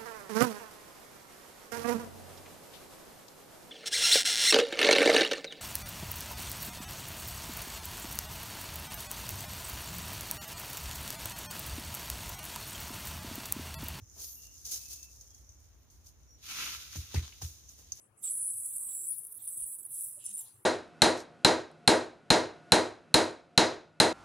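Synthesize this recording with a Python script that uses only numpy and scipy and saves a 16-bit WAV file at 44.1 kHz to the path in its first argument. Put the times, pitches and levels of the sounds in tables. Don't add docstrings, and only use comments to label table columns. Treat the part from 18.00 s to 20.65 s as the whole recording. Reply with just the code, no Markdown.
import sys
import numpy as np
from scipy import signal
from scipy.fft import rfft, irfft, next_fast_len
from scipy.io import wavfile
from scipy.ndimage import uniform_filter1d, map_coordinates

SR = 44100
rng = np.random.default_rng(int(sys.argv[2]) if len(sys.argv) > 2 else 0)


def materialize(psi):
    bounded = np.clip(np.atleast_2d(psi).T, -1, 1)
    quanta = np.round(bounded * 32767).astype(np.int16)
    wavfile.write(sys.argv[1], SR, quanta)


N = 116865

# (s, level dB, left-right dB)
SIZZLE = [(0.04, -68, 21), (0.1, -81, 15), (0.16, -81.0, 15), (0.17, -66.5, 18),
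          (0.2, -62, -3), (0.219, -63.5, -18), (0.225, -49.5, -6), (0.24, -42, 3), (0.28, -48, 5), (0.31, -34.5, 0), (0.45, -37, 2),
          (0.6, -38, 4), (0.72, -40, 4.5), (1.065, -40, 4), (1.083, -36.5, 3), (1.13, -34.5, 9), (1.16, -45, 12),
          (1.183, -38, 10), (1.2, -46, 14), (1.25, -47, 5), (1.315, -52, -4),
          (1.382, -42, -17), (1.392, -63, -2), (1.41, -64, -22), (1.425, -43, -9),
          (1.467, -41.5, 5), (1.477, -40, -3), (1.52, -44.5, 3.5), (1.61, -37, 2.5), (1.735, -41, -1.5),
          (1.772, -48, 2), (1.788, -45, -6), (1.81, -45, -11), (1.823, -58, -16),
          (1.842, -57, -4), (1.85, -39, -12), (1.866, -42.5, 5), (1.877, -55, -12),
          (1.925, -41, 0), (2.01, -35.5, 1.5), (2.235, -56.5, -4), (2.263, -34.5, 4), (2.27, -48, 2),
          (2.286, -45, 4), (2.29, -34.5, -0.0), (2.298, -46.5, -1), (2.325, -45, 6), (2.345, -48, -11),
          (2.4, -40.5, 3.5), (2.48, -55.5, 4.5), (2.57, -68, 4), (2.65, -64, 1)]
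# (s, dB)
LOWER = [(0.03, -69.5), (0.09, -89), (0.16, -92), (0.18, -63.5), (0.22, -70), (0.24, -40), (0.28, -42.5), (0.42, -44), (0.6, -45), (0.8, -43.5), (1.0, -48),
         (1.1, -48.5), (1.32, -69.5), (1.49, -49), (1.74, -50), (1.77, -65), (1.79, -50), (1.88, -66.5), (1.94, -50.5), (2.0, -46.5),
         (2.24, -60.5), (2.26, -46.5), (2.3, -54), (2.4, -47), (2.42, -58.5), (2.65, -81)]
# (s, dB)
FIZZ = [(0.0, -94), (0.14, -102), (0.21, -78), (0.23, -56), (0.4, -57.5), (0.45, -60), (0.69, -52.5), (1.19, -54.5),
        (1.22, -61), (1.25, -57.5), (1.47, -55), (1.53, -52), (1.63, -61), (1.67, -51), (1.84, -60.5), (1.93, -52.5),
        (2.07, -47.5), (2.21, -73), (2.26, -62), (2.285, -71), (2.35, -57), (2.375, -59), (2.41, -52), (2.5, -73.5), (2.65, -76.5)]
# (s, dB)
EDGE = [(0.0, -76.5), (0.12, -103), (0.22, -72.5), (0.235, -62), (0.45, -74), (0.85, -70), (0.95, -97), (1.03, -70.5), (1.35, -78),
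        (1.52, -70.5), (1.9, -87), (1.95, -62), (2.21, -73), (2.27, -54), (2.35, -62), (2.39, -60.5), (2.65, -91)]
# (Hz, dB per Hz)
SIZZLE_COLOUR = [(8500, -44), (8900, -26), (9100, -1), (9450, -6), (9750, 2.5), (9950, -4.5), (10170, 1.5), (10480, -2), (10700, -3), (11000, -9), (11200, -7.5), (11480, -9), (11750, -28.5), (12200, -46.5), (13000, -64.5)]
LOWER_COLOUR = [(6400, -33.5), (7100, -19.5), (7500, -23), (7750, -3), (8000, -4), (8400, 0.5), (8720, -1), (8950, 1), (9400, -31.5)]
FIZZ_COLOUR = [(10500, -28.5), (11900, 0), (12400, -0.5), (13500, -6), (14500, -4), (15600, -9)]
EDGE_COLOUR = [(4000, -46), (5100, -12.5), (5600, -12), (6150, -3.5), (6900, -5), (7500, 4.5), (8500, -53.5)]
ROOM_COLOUR = [(15, -60), (35, -14.5), (114, 1), (164, -11.5), (344, -6.5), (524, -10.5), (627, -13), (1240, -13.5), (2300, -22.5), (3120, -25), (5280, -120)]
# (start s, length s, pitch Hz, glide Hz, level dB, left-right dB)
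SQUEALS = [(0.239, 0.06, 7740, -21, -38, 1), (0.39, 0.079, 9220, -83, -37.5, -3), (0.392, 0.13, 10070, 14, -40, 2.5),
           (0.881, 0.18, 7826, -150, -46.5, -16), (1.068, 0.033, 9820, -400, -34.5, 5), (1.1, 0.0326, 9710, 240, -38, 11), (1.469, 0.028, 9280, 103, -37.5, 1),
           (1.613, 0.0385, 9300, -550, -39.5, -12), (1.848, 0.022, 9580, 43, -40.5, -3), (2.334, 0.052, 9060, 650, -38, 2), (2.377, 0.029, 7670, 2, -42, -1)]
SQUEAL_EDGE_S, SQUEAL_JITTER_HZ, SQUEAL_ROUGH_DB = 0.0072, 88.4, 7.5
FLUTTER_DB, FLUTTER_PER_S = 0.61, 110
SIZZLE_DB, LOWER_DB, FIZZ_DB, EDGE_DB = -1.5, -2, 1.5, 0.5
LOWER_PAN_DB, FIZZ_PAN_DB, EDGE_PAN_DB, SCRAPE_PAN_DB = -14, -1, -2, 9.5
SCATTER_T60_S = 0.06
ROOM_PAN = [(40, 3.5), (120, 5.5), (260, 8.5), (1200, 11.5), (2400, 14.5)]  # (Hz, left-right dB)
ROOM_ALIKE = [(40, 1), (120, 0.7), (300, 0.87), (700, 0.19), (1400, 0)]  # (Hz, left-right likeness)
HUM = [(100.5, -84), (124, -85), (200, -88)]  # (Hz, dB)
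# (middle s, length s, pitch Hz, level dB)
BUMPS = [(0.258, 0.02, 1265, -69.5), (0.294, 0.022, 358.7, -69), (0.326, 0.02, 620, -71.5), (1.044, 0.071, 352.4, -74), (1.175, 0.088, 124.6, -74.5),
         (1.567, 0.037, 316, -74), (1.631, 0.025, 53.7, -61.5), (1.597, 0.064, 139.7, -70.5), (1.927, 0.031, 111, -69.5), (2.181, 0.018, 614, -65.5)]
TOP_HZ = 15780
T = np.arange(N) / SR
# (start s, length s, centre Hz, level dB)
SCRAPES = [(0.224, 0.055, 3570, -60.5), (0.285, 0.15, 1800, -79), (0.297, 2.3, 3710, -88), (0.685, 0.038, 3060, -78), (0.748, 0.18, 1120, -77.5), (0.858, 0.065, 3460, -71.5),
           (1.098, 0.042, 4800, -69), (1.371, 0.034, 3450, -72.5), (1.422, 0.07, 3270, -78), (1.559, 0.088, 3340, -79), (1.892, 0.13, 3760, -80),
           (2.185, 0.13, 3210, -67.5), (2.36, 0.068, 3250, -71.5), (2.361, 0.13, 900, -74.5), (2.439, 0.053, 4340, -69)]
SCRAPE_WIDTH_OCT = 0.33
BUMP_PAN_DB = 10.5
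SCATTER_HOLD_S = .09
ROOM_DB = -71.5
MIC_HISS_DB = -83
ARC_PATCHY_DB, ROOM_PATCHY_DB = 3, 3
# (middle s, length s, change dB)
SPUTTERS = [(0.402, 0.002, -3), (0.66, 0.0042, 4.5), (0.767, .003, 6), (0.783, 0.0022, 6.5), (0.952, 0.0014, 8), (1.183, 0.002, 9), (1.208, 0.0044, 0),
            (1.25, 0.0033, 8), (1.27, 0.004, 6.5), (1.326, 0.009, 6), (1.338, 0.0034, -9), (1.467, 0.0055, -9), (1.478, 0.0017, 4.5), (1.483, 0.0062, -3),
            (1.507, 0.0026, 3), (1.577, 0.0034, 5), (1.607, 0.0044, 1.5), (1.732, 0.0047, 4.5), (1.754, 0.01, 4.5), (1.833, 0.0063, 9), (1.859, 0.0029, -11),
            (2.15, .004, -1), (2.202, 0.0045, 6), (2.23, 0.01, -0.5), (2.265, 0.0041, 4.5), (2.293, 0.0026, 4), (2.323, 0.0046, -5.5), (2.365, 0.0035, -5)]
SCRAPE_ATTACK_S, SCRAPE_RELEASE_S = 0.026, 0.027
SPARK_SCATTER_DB, SPARK_GAP_SPREAD = 3, 0.6
# (s, sparks a second)
SPARK_RATE = [(1.0, 3000), (1.3, 1700)]
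WHINE_START_S, WHINE_LENGTH_S, WHINE_HZ, WHINE_WAVER_HZ, WHINE_DB, WHINE_PAN_DB = 0.3, 0.73, 6020, 54.6, -88, -6


def amp(db):
    return 10 ** (np.asarray(db) / 20)


def unit(x):
    return x / np.sqrt(np.mean(x ** 2) + 1e-20)


def along(points, hz):
    f, v = np.transpose(points)
    return np.interp(np.log(hz + 1), np.log(f + 1), v)


def curves(rows):
    s, *cols = np.transpose(rows)
    return [np.interp(T, s, c) for c in cols]


def wobble(rate):
    return map_coordinates(rng.standard_normal(int(N * rate / SR) + 4), [T * rate])


def filtered(x, response):
    m = next_fast_len(N + SR // 2)
    return irfft(rfft(x, m) * response(np.fft.rfftfreq(m, 1 / SR)), m)[..., :N]


def coloured(x, points):
    m = 2 * next_fast_len(N)
    hz = np.fft.rfftfreq(m, 1 / SR)
    octaves_out = np.abs(np.log2((hz + 1) / np.clip(hz + 1, points[0][0], points[-1][0])))
    db = np.maximum(along(points, hz) - 120 * octaves_out, -100)
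    cep = irfft(np.log(amp(db)))
    cep[1:m // 2] *= 2
    cep[m // 2 + 1:] = 0
    return irfft(rfft(x, m) * np.exp(rfft(cep)))[..., :N]


def panned(db):
    g = amp(np.array([np.atleast_1d(db), -np.atleast_1d(db)]) / 2)
    return g / g.mean(axis=0)


def clicks(rate, scatter_db):
    return (rng.random(N) < rate / SR) * amp(scatter_db * np.clip(rng.standard_normal(N), -2, 1.3))


def scattered(x, wet_db):
    t = T[:SR // 16]
    wet = np.zeros((2, N + len(t)))
    for s in np.arange(0, T[-1], SCATTER_HOLD_S):
        near = np.flatnonzero(np.abs(T - s) < SCATTER_HOLD_S)
        piece = x[near] * np.cos(np.pi / 2 * (T[near] - s) / SCATTER_HOLD_S)
        tail = rng.standard_normal((2, len(t))) * amp(-60 * t / SCATTER_T60_S)
        echo = signal.fftconvolve(piece[None], tail / np.linalg.norm(tail, axis=1, keepdims=True), axes=1)
        wet[:, near[0]:near[0] + echo.shape[1]] += echo
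    return x + amp(wet_db) * wet[:, :N]


def band(x, colour, wet_db):
    pair = patchy(scattered(coloured(x, colour), wet_db), ARC_PATCHY_DB)
    return pair / np.std(pair.mean(axis=0))


def arc():
    sparks = spark_train() * amp(FLUTTER_DB * wobble(FLUTTER_PER_S))
    level_db, pan_db = curves(SIZZLE)
    main = amp(level_db + SIZZLE_DB) * panned(pan_db) * band(sparks, SIZZLE_COLOUR, wet_db=-9.5)
    lower = amp(curves(LOWER)[0] + LOWER_DB) * panned(LOWER_PAN_DB) * band(sparks, LOWER_COLOUR, wet_db=7.5)
    fizz = amp(curves(FIZZ)[0] + FIZZ_DB) * panned(FIZZ_PAN_DB) * band(sparks, FIZZ_COLOUR, wet_db=0.5)
    edge = amp(curves(EDGE)[0] + EDGE_DB) * panned(EDGE_PAN_DB) * band(sparks, EDGE_COLOUR, wet_db=12)
    return main + lower + fizz + edge


def squeals():
    out = np.zeros((2, N))
    jitter = SQUEAL_JITTER_HZ * wobble(900)
    rough = unit(amp(SQUEAL_ROUGH_DB * np.minimum(wobble(700), .5)))
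    for start, length, hz, glide, db, pan_db in SQUEALS:
        t = T - start
        gate = np.clip(np.minimum(t, length - t) / SQUEAL_EDGE_S, 0, 1)
        phase = 2 * np.pi * np.cumsum(hz + glide * np.clip(t / length, 0, 1) + jitter) / SR
        out += amp(db) * panned(pan_db) * (gate * rough * np.sqrt(2) * np.sin(phase))
    return out


def handling():
    out = np.zeros((2, N))
    grains = scattered(clicks(rate=2900, scatter_db=0.5), wet_db=0.5)
    for s, length, centre_hz, db in SCRAPES:
        rub = unit(filtered(grains, lambda hz: 1 / (1 + (np.log2((hz + 1) / centre_hz) / SCRAPE_WIDTH_OCT) ** 2)))
        out += amp(db) * stroke(s, length) * panned(SCRAPE_PAN_DB) * rub
    waver_hz = 26 * wobble(80)
    for s, length, hz, db in BUMPS:
        phase = 2 * np.pi * np.cumsum(hz + waver_hz) / SR
        out += amp(db) * swell(s, length) * panned(BUMP_PAN_DB) * np.sqrt(2) * np.sin(phase)
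    return out


def room():
    turn = lambda hz: np.arccos(np.clip(along(ROOM_ALIKE, hz), -1, 1)) / 2
    mid, side = filtered(rng.standard_normal((2, N)), lambda hz: amp(along(ROOM_COLOUR, hz)) * [np.cos(turn(hz)), np.sin(turn(hz))])
    air = unit(filtered(np.array([mid + side, mid - side]), lambda hz: panned(along(ROOM_PAN, hz))))
    hum = sum(amp(db + 6.5 * wobble(16)) * np.sqrt(2) * np.sin(2 * np.pi * hz * T + .7 * wobble(18)) for hz, db in HUM)
    return amp(ROOM_DB) * unit(patchy(air, ROOM_PATCHY_DB)) + hum + amp(MIC_HISS_DB) * rng.standard_normal((2, N))


def swell(middle, length):
    return np.exp(-2 * ((T - middle) / length) ** 2)


def patchy(x, depth_db):
    z = signal.stft(x, nperseg=512)[2]
    field = uniform_filter1d(uniform_filter1d(rng.standard_normal(z.shape[1:]), size=3, axis=0), size=5, axis=1)
    return signal.istft(z * amp(depth_db * unit(field)), nperseg=512)[1][:, :N]


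def stroke(start, length):
    t = T - start
    return np.clip(t / SCRAPE_ATTACK_S, 0, 1) * np.exp(-np.maximum(t - length, 0) / SCRAPE_RELEASE_S)


def spark_train():
    rate, = curves(SPARK_RATE)
    wait, size = rng.standard_normal((N // 4, 2)).T
    waits = np.exp(SPARK_GAP_SPREAD * wait)
    at = np.searchsorted(np.cumsum(rate) / SR, np.cumsum(waits) / waits.mean())
    return np.bincount(at, amp(SPARK_SCATTER_DB * np.minimum(size, 1)), N + 1)[:N] / np.sqrt(rate)


def whine():
    hz = WHINE_HZ + WHINE_WAVER_HZ * (wobble(9.4) + wobble(500))
    level = amp(WHINE_DB) * stroke(WHINE_START_S, WHINE_LENGTH_S)
    return level * panned(WHINE_PAN_DB) * np.sqrt(2) * np.sin(2 * np.pi * np.cumsum(hz) / SR)


def scene():
    sputter = amp(sum(db * swell(s, length) for s, length, db in SPUTTERS))
    return sputter * (arc() + squeals() + whine()) + handling() + room()


def record(dry):
    return filtered(dry, lambda hz: hz < TOP_HZ)


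dry = scene()
out = record(dry)
materialize(out)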